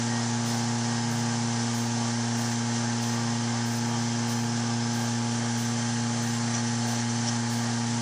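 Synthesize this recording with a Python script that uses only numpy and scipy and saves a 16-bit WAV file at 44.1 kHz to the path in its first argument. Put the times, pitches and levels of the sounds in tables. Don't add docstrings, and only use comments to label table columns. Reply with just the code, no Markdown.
import sys
import numpy as np
from scipy import signal
from scipy.fft import rfft, irfft, next_fast_len
from scipy.io import wavfile
from scipy.ndimage import map_coordinates

SR = 44100
rng = np.random.default_rng(int(sys.argv[2]) if len(sys.argv) > 2 else 0)


def output_pcm(signal):
    pcm = np.clip(np.atleast_2d(signal).T, -1, 1) * 32767
    wavfile.write(sys.argv[1], SR, np.round(pcm).astype(np.int16))


N = 353241

SHAFT_HZ, TURNS_PER_LAP = 29.325, 11


def amp(db):
    return 10 ** (np.asarray(db) / 20)


def unit(x):
    return x / np.sqrt(np.mean(np.abs(x) ** 2) + 1e-20)


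def clock():
    return np.arange(N) / SR


def curve(points):
    return np.interp(clock(), *np.transpose(points))


def swell(peak_s, half_s):
    return np.exp(-np.minimum(0.5 * ((clock() - peak_s) / half_s) ** 2, 20))


def wobble(rate):
    times = np.append(np.arange(0, N, 128), N) / SR
    knots = rng.standard_normal(int(N * rate / SR) + 4)
    return np.interp(clock(), times, map_coordinates(knots, [times * rate], mode="mirror"))


def filtered(x, response):
    size = next_fast_len(N + SR // 4)
    return irfft(rfft(x, size) * response(np.fft.rfftfreq(size, 1 / SR)), size)[:N]


def coloured(x, spectrum, resonances=()):
    grid = np.geomspace(10, SR / 2, 6000)
    corner_hz, db = np.transpose(spectrum)
    lifts = sum(lift / (1 + (2 * (grid - centre) / width) ** 2) for centre, width, lift in resonances)
    gain = amp(np.interp(np.log(grid), np.log(corner_hz), db) + lifts)
    return unit(filtered(x, lambda hz: np.interp(hz, grid, gain)))


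def shift_band(x, centre_hz, width_hz, level_db):
    band = filtered(x, lambda hz: np.exp(-((hz - centre_hz) / width_hz) ** 2))
    return x + (amp(level_db) - 1) * band


def narrow_noise(hz, width, evenness=0.83):
    band = filtered(rng.standard_normal(N), lambda f: 1 / (1 + (2 * (f - hz) / width) ** 2))
    ring = signal.hilbert(band, next_fast_len(N))[:N]
    return unit(ring.real / (np.abs(ring) + 1e-9) ** evenness)


def standing_waves(pump, growl_offset_db=-0.8):
    # time in seconds, level of the band in dB (the growl's about its mean).
    growl = [(0.2, -39.5), (3.9, -42), (6.12, -42.5), (7.8, -41.5)]
    boom = [(.3, 2), (2, 0.5), (4.5, 1.5), (5.5, -.5), (7.5, -0.5)]
    hum = [(.5, -1), (3, 0), (4.9, 1), (6.2, 0), (7.5, -6)]
    buzz = [(.3, -1), (1.5, -0.5), (3.6, 0.3), (5.3, -1), (6.5, -4), (7.7, 0)]
    ring = [(.1, 3), (1.2, -0.5), (3.5, 1), (4.3, -7), (5.2, -4), (6.1, 3.5), (8, 1)]
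    growl_db = curve(growl) - curve(growl).mean() + growl_offset_db
    pump = shift_band(pump, centre_hz=825, width_hz=260, level_db=growl_db)
    pump = shift_band(pump, centre_hz=370, width_hz=65, level_db=curve(boom))
    pump = shift_band(pump, centre_hz=487, width_hz=18, level_db=curve(hum))
    pump = shift_band(pump, centre_hz=970, width_hz=85, level_db=curve(buzz))
    return shift_band(pump, centre_hz=1880, width_hz=54, level_db=curve(ring))


def singing_pipe():
    # peak time and half length in seconds, pitch and width in Hz, peak level in dB.
    note = (7, 1.5, 746.5, 0.5, -57)
    peak_s, half_s, hz, width, db = note
    return amp(db) * swell(peak_s, half_s) * narrow_noise(hz, width)


def side_tones():
    # pitch in Hz, level in dB, width in Hz, depth of the waver from 0 to 1.
    tones = [(59, -73.5, .2, 0), (87, -64.5, .2, 0), (119.8, -62.5, .1, 0.1), (147.2, -51, 0.91, 0.4),
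             (179, -61.5, 0.21, 0.35), (240, -58, .1, 0.04), (596, -61.5, .5, 0.07), (1095, -65, 0.46, .3),
             (1583, -55.5, 1.7, 0.4), (1345, -62, 2, 1), (1710, -63, 1.8, 0.5), (3410, -61, 3.3, 0.8),
             (3550, -63, 3, 0.7)]
    out = np.zeros(N)
    for hz, db, width, depth in tones:
        waver = unit(1 + depth * (wobble(2 * width) + 1j * wobble(2 * width)))
        tone = np.exp(2j * np.pi * (hz * clock() + rng.random()))
        out += amp(db) * np.sqrt(2) * np.real(waver * tone)
    return out


def seal_whistles(flicker_db=3, flicker_rate=24, wander_rate=90):
    # peak time and half length in seconds, pitch and its wander in Hz, peak level in dB.
    whistles = [(0.77, 0.87, 5135, 20, -49.5), (2.3, .22, 5600, 14, -48.5), (3.4, .5, 5140, 18, -51),
                (2.5, 0.66, 6150, 24, -50), (4.6, 0.5, 5185, 18, -49.5), (5.9, .3, 6155, 20, -47),
                (6.5, 0.52, 4360, 22.2, -51.5), (7.3, .4, 4395, 36, -52.5), (6.8, .5, 6200, 18.6, -53),
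                (4.8, 2.4, 3185, 29.9, -56), (0.89, 1.5, 6770, 23, -53.5), (6.6, .5, 7455, 25, -54)]
    out = np.zeros(N)
    for peak_s, half_s, hz, wander_hz, db in whistles:
        cycles = np.cumsum(hz + wander_hz * wobble(wander_rate)) / SR
        level = amp(db + flicker_db * wobble(flicker_rate)) * swell(peak_s, half_s)
        out += level * np.sqrt(2) * np.sin(2 * np.pi * cycles)
    return out


def pulsator(rise_s=0.024, sag_s=0.2, tail_s=0.23, sputter_db=1.5, tail_flutter_db=4):
    # start in seconds, level in dB, length in seconds, faint tail in dB against the puff.
    puffs = [(.44, -44, 0.15, -17), (1.082, -45.5, 0.14, -17), (1.723, -44, .15, -18),
             (2.355, -46, 0.16, -16), (3, -49, .16, -9), (3.64, -48, .17, -4), (4.26, -47, .22, -10),
             (4.915, -47, 0.16, -9), (5.558, -45, .15, -23), (6.205, -46, .17, -25), (6.85, -45, .12, -26),
             (7.485, -44.5, 0.16, -19)]
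    # frequency in Hz, level in dB.
    spectrum = [(1500, -30), (4000, -3), (8500, -4.5), (10000, -1.5), (11500, -24), (12700, -34),
                (13500, -5.5), (14400, -1), (14800, -26)]
    envelope = np.zeros(N)
    tail_flutter = amp(tail_flutter_db * wobble(22))
    for start_s, db, length_s, tail_db in puffs:
        age = np.maximum(clock() - start_s, 0)
        onset = 1 - np.exp(-(age / rise_s) ** 2)
        puff = np.exp(-age / sag_s - (age / length_s) ** 4)
        tail = amp(tail_db) * np.exp(-age / tail_s) * tail_flutter
        envelope += amp(db) * onset * (puff + tail)
    sputter = amp(sputter_db * wobble(55))
    return envelope * sputter * coloured(rng.standard_normal(N), spectrum)


def teat_cup(ring_db=16, attack_s=0.0013, release_s=0.0043):
    # start in seconds, level in dB, seconds open, pitch and width of the gap's ring in Hz.
    slips = [(6.539, -30.5, .015, 5950, 650), (6.559, -34, .01, 5850, 600),
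             (6.574, -33.5, 0.012, 6000, 700), (6.597, -36, .008, 5700, 700),
             (6.663, -38, 0.018, 5900, 1100), (6.997, -36, .02, 6000, 1300), (7.09, -38, .025, 6000, 1100),
             (7.211, -38, .016, 6200, 1200), (7.238, -38, .018, 5650, 900),
             (7.268, -31.5, .012, 5550, 1300), (7.281, -28.5, 0.013, 5750, 1500)]
    # frequency in Hz, level in dB.
    slurp = [(800, -16), (2000, 0), (3500, 3), (4600, -5), (5300, 3), (6500, 6), (8000, -4), (10000, -18),
             (12000, -40)]
    out = np.zeros(N)
    for start_s, db, open_s, hz, width_hz in slips:
        age = np.maximum(clock() - start_s, 0)
        opening = 1 - np.exp(-age / attack_s)
        sealing = np.exp(-np.clip((age - open_s) / release_s, 0, 20))
        air = coloured(rng.standard_normal(N), slurp, [(hz, width_hz, ring_db)])
        out += amp(db) * opening * sealing * air
    return out


def air_leak(turns, shaft_depth=0.04, belt_depth=0.029, unsteady_db=0.53):
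    # frequency in Hz, level in dB.
    spectrum = [(200, -65), (1000, -32), (2500, -14), (3700, -7.5), (5000, -2.5), (6000, 0), (7400, -7.5),
                (8000, -7.5), (9600, -14.5), (10500, -19), (11300, -40), (14000, -68)]
    # centre in Hz, width in Hz, lift in dB.
    pipe = [(2220, 170, 10.4), (2820, 89, 8.2), (3110, 310, 7.8), (3496, 25, 8.4), (3935, 78, 5.3),
            (4330, 110, 3.8), (4605, 40, 4.7), (5180, 140, 4.6), (5620, 87, 3), (5860, 100, 3.1),
            (6130, 91, 6.2), (6370, 73, 4.8), (6950, 230, 5.3), (7460, 150, 6.9), (7630, 69, 4.9),
            (8930, 69, 3.5)]
    leak = [(0, -36.5), (2.8, -37), (4.8, -37.5), (6, -37), (8, -36.5)]
    treble = [(0, -0.5), (2.4, 0.5), (2.9, -1), (4.8, -1.5), (5.6, 1.5), (8, 1)]
    angle = 2 * np.pi * turns
    flow = (1 + shaft_depth * np.cos(angle)) * (1 - belt_depth * np.cos(angle / TURNS_PER_LAP))
    level_db = curve(leak) + unsteady_db * wobble(12)
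    hiss = amp(level_db) * coloured(flow * rng.standard_normal(N), spectrum, pipe)
    return shift_band(hiss, centre_hz=10100, width_hz=2400, level_db=curve(treble))


def motor_whine(hz=846.5, wander_hz=0.29, level_db=-44, flutter_db=0.5):
    cycles = np.cumsum(hz + wander_hz * wobble(3)) / SR
    return amp(level_db + flutter_db * wobble(6.7)) * np.sqrt(2) * np.sin(2 * np.pi * cycles)


def shaft_turns(sway=0.00077, drift=0.00043):
    tug = np.cos(4 * np.pi * SHAFT_HZ / TURNS_PER_LAP * clock())
    return np.cumsum(SHAFT_HZ * (1 + sway * tug + drift * wobble(8))) / SR


def belt_rub(turns, peak_lap=0.45, sharpness=1.27):
    # pitch and width in Hz, level in dB at the start and at the end.
    guard = [(597, 24, -57, -56.5), (684, 82, -64, -50), (749, 12, -61, -57), (1163, 36, -53.5, -55.5),
             (1876, 11, -55, -65), (3120, 240, -60, -61)]
    contact = unit(np.exp(sharpness * np.cos(2 * np.pi * (turns / TURNS_PER_LAP - peak_lap))))
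    ring = sum(amp(np.linspace(start_db, end_db, N)) * narrow_noise(hz, width)
               for hz, width, start_db, end_db in guard)
    return contact * ring


def vane_rattle(turns, level_db=-38.5, repeat=0.34, vane_depth=0.076, shaft_depth=0.057, belt_depth=0.05):
    # frequency in Hz, level in dB.
    spectrum = [(25, -25), (50, -26), (90, -13), (200, -6.5), (500, -10), (780, 1), (1050, -4.5),
                (1800, -7), (2500, -10), (4000, -28), (9000, -64)]
    # centre in Hz, width in Hz, lift in dB.
    casing = [(146.5, 8.4, 23), (267.7, 8.4, 12.5), (295, 5.1, 9), (324, 6, 8.5), (439, 43, 8.5),
              (510, 31, 0), (538, 20, 5.5), (565, 8.9, 3), (618, 16, -2), (654, 10, 3), (667, 12, -7),
              (735, 6.4, 4), (744, 9, 4), (775, 11, 4), (796, 13, 5.5), (814, 9, -1), (848, 33, 3.5),
              (890, 21, 4), (1157, 29, 2.4), (1220, 24, 3.5), (1320, 28, 4), (1430, 10, 6), (1510, 26, 4.8),
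              (1580, 42, 8), (1753, 24, 4.5), (1783, 21, 5.5), (1905, 52, 3.2)]
    lap = rng.standard_normal(round(SR * TURNS_PER_LAP / SHAFT_HZ))
    scrape = np.sqrt(repeat) * np.resize(lap, N) + np.sqrt(1 - repeat) * rng.standard_normal(N)
    angle = 2 * np.pi * turns
    pressure = 1 + vane_depth * np.cos(4 * angle)
    pressure *= 1 + shaft_depth * np.cos(angle)
    pressure *= 1 - belt_depth * np.cos(angle / TURNS_PER_LAP)
    return amp(level_db) * coloured(scrape * pressure, spectrum, casing)


def pump_drone(turns, vanes=4):
    # multiple of the vane rate, level in dB, flutter in dB.
    harmonics = [(1, -32.5, 0.2), (2, -31, 0.2), (3, -47.5, 1), (4, -50, 1.4), (5, -55, 1.5), (6, -51, 1),
                 (7, -53.5, 0), (8, -46.5, 0.9), (9, -57, 4), (10, -58.5, 5), (13, -59, 2.5),
                 (14, -52, 1.5), (15, -57.5, 2.5), (16, -56, 1.5), (18, -58, 2.5)]
    out = np.zeros(N)
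    for order, db, flutter_db in harmonics:
        scatter = rng.random() * (order > 2)
        cycles = vanes * order * turns + scatter
        out += amp(db + flutter_db * wobble(14)) * np.sqrt(2) * np.cos(2 * np.pi * cycles)
    return out


def scene():
    turns = shaft_turns()
    pump = standing_waves(pump_drone(turns) + side_tones() + vane_rattle(turns) + belt_rub(turns))
    machine = pump + motor_whine() + singing_pipe()
    mono = machine + air_leak(turns) + seal_whistles() + pulsator() + teat_cup()
    return np.array([mono, mono])


def record(dry, top_hz=14700):
    mono = filtered(dry.mean(axis=0), lambda hz: hz < top_hz)
    return np.array([mono, mono])


dry = scene()
out = record(dry)
output_pcm(out)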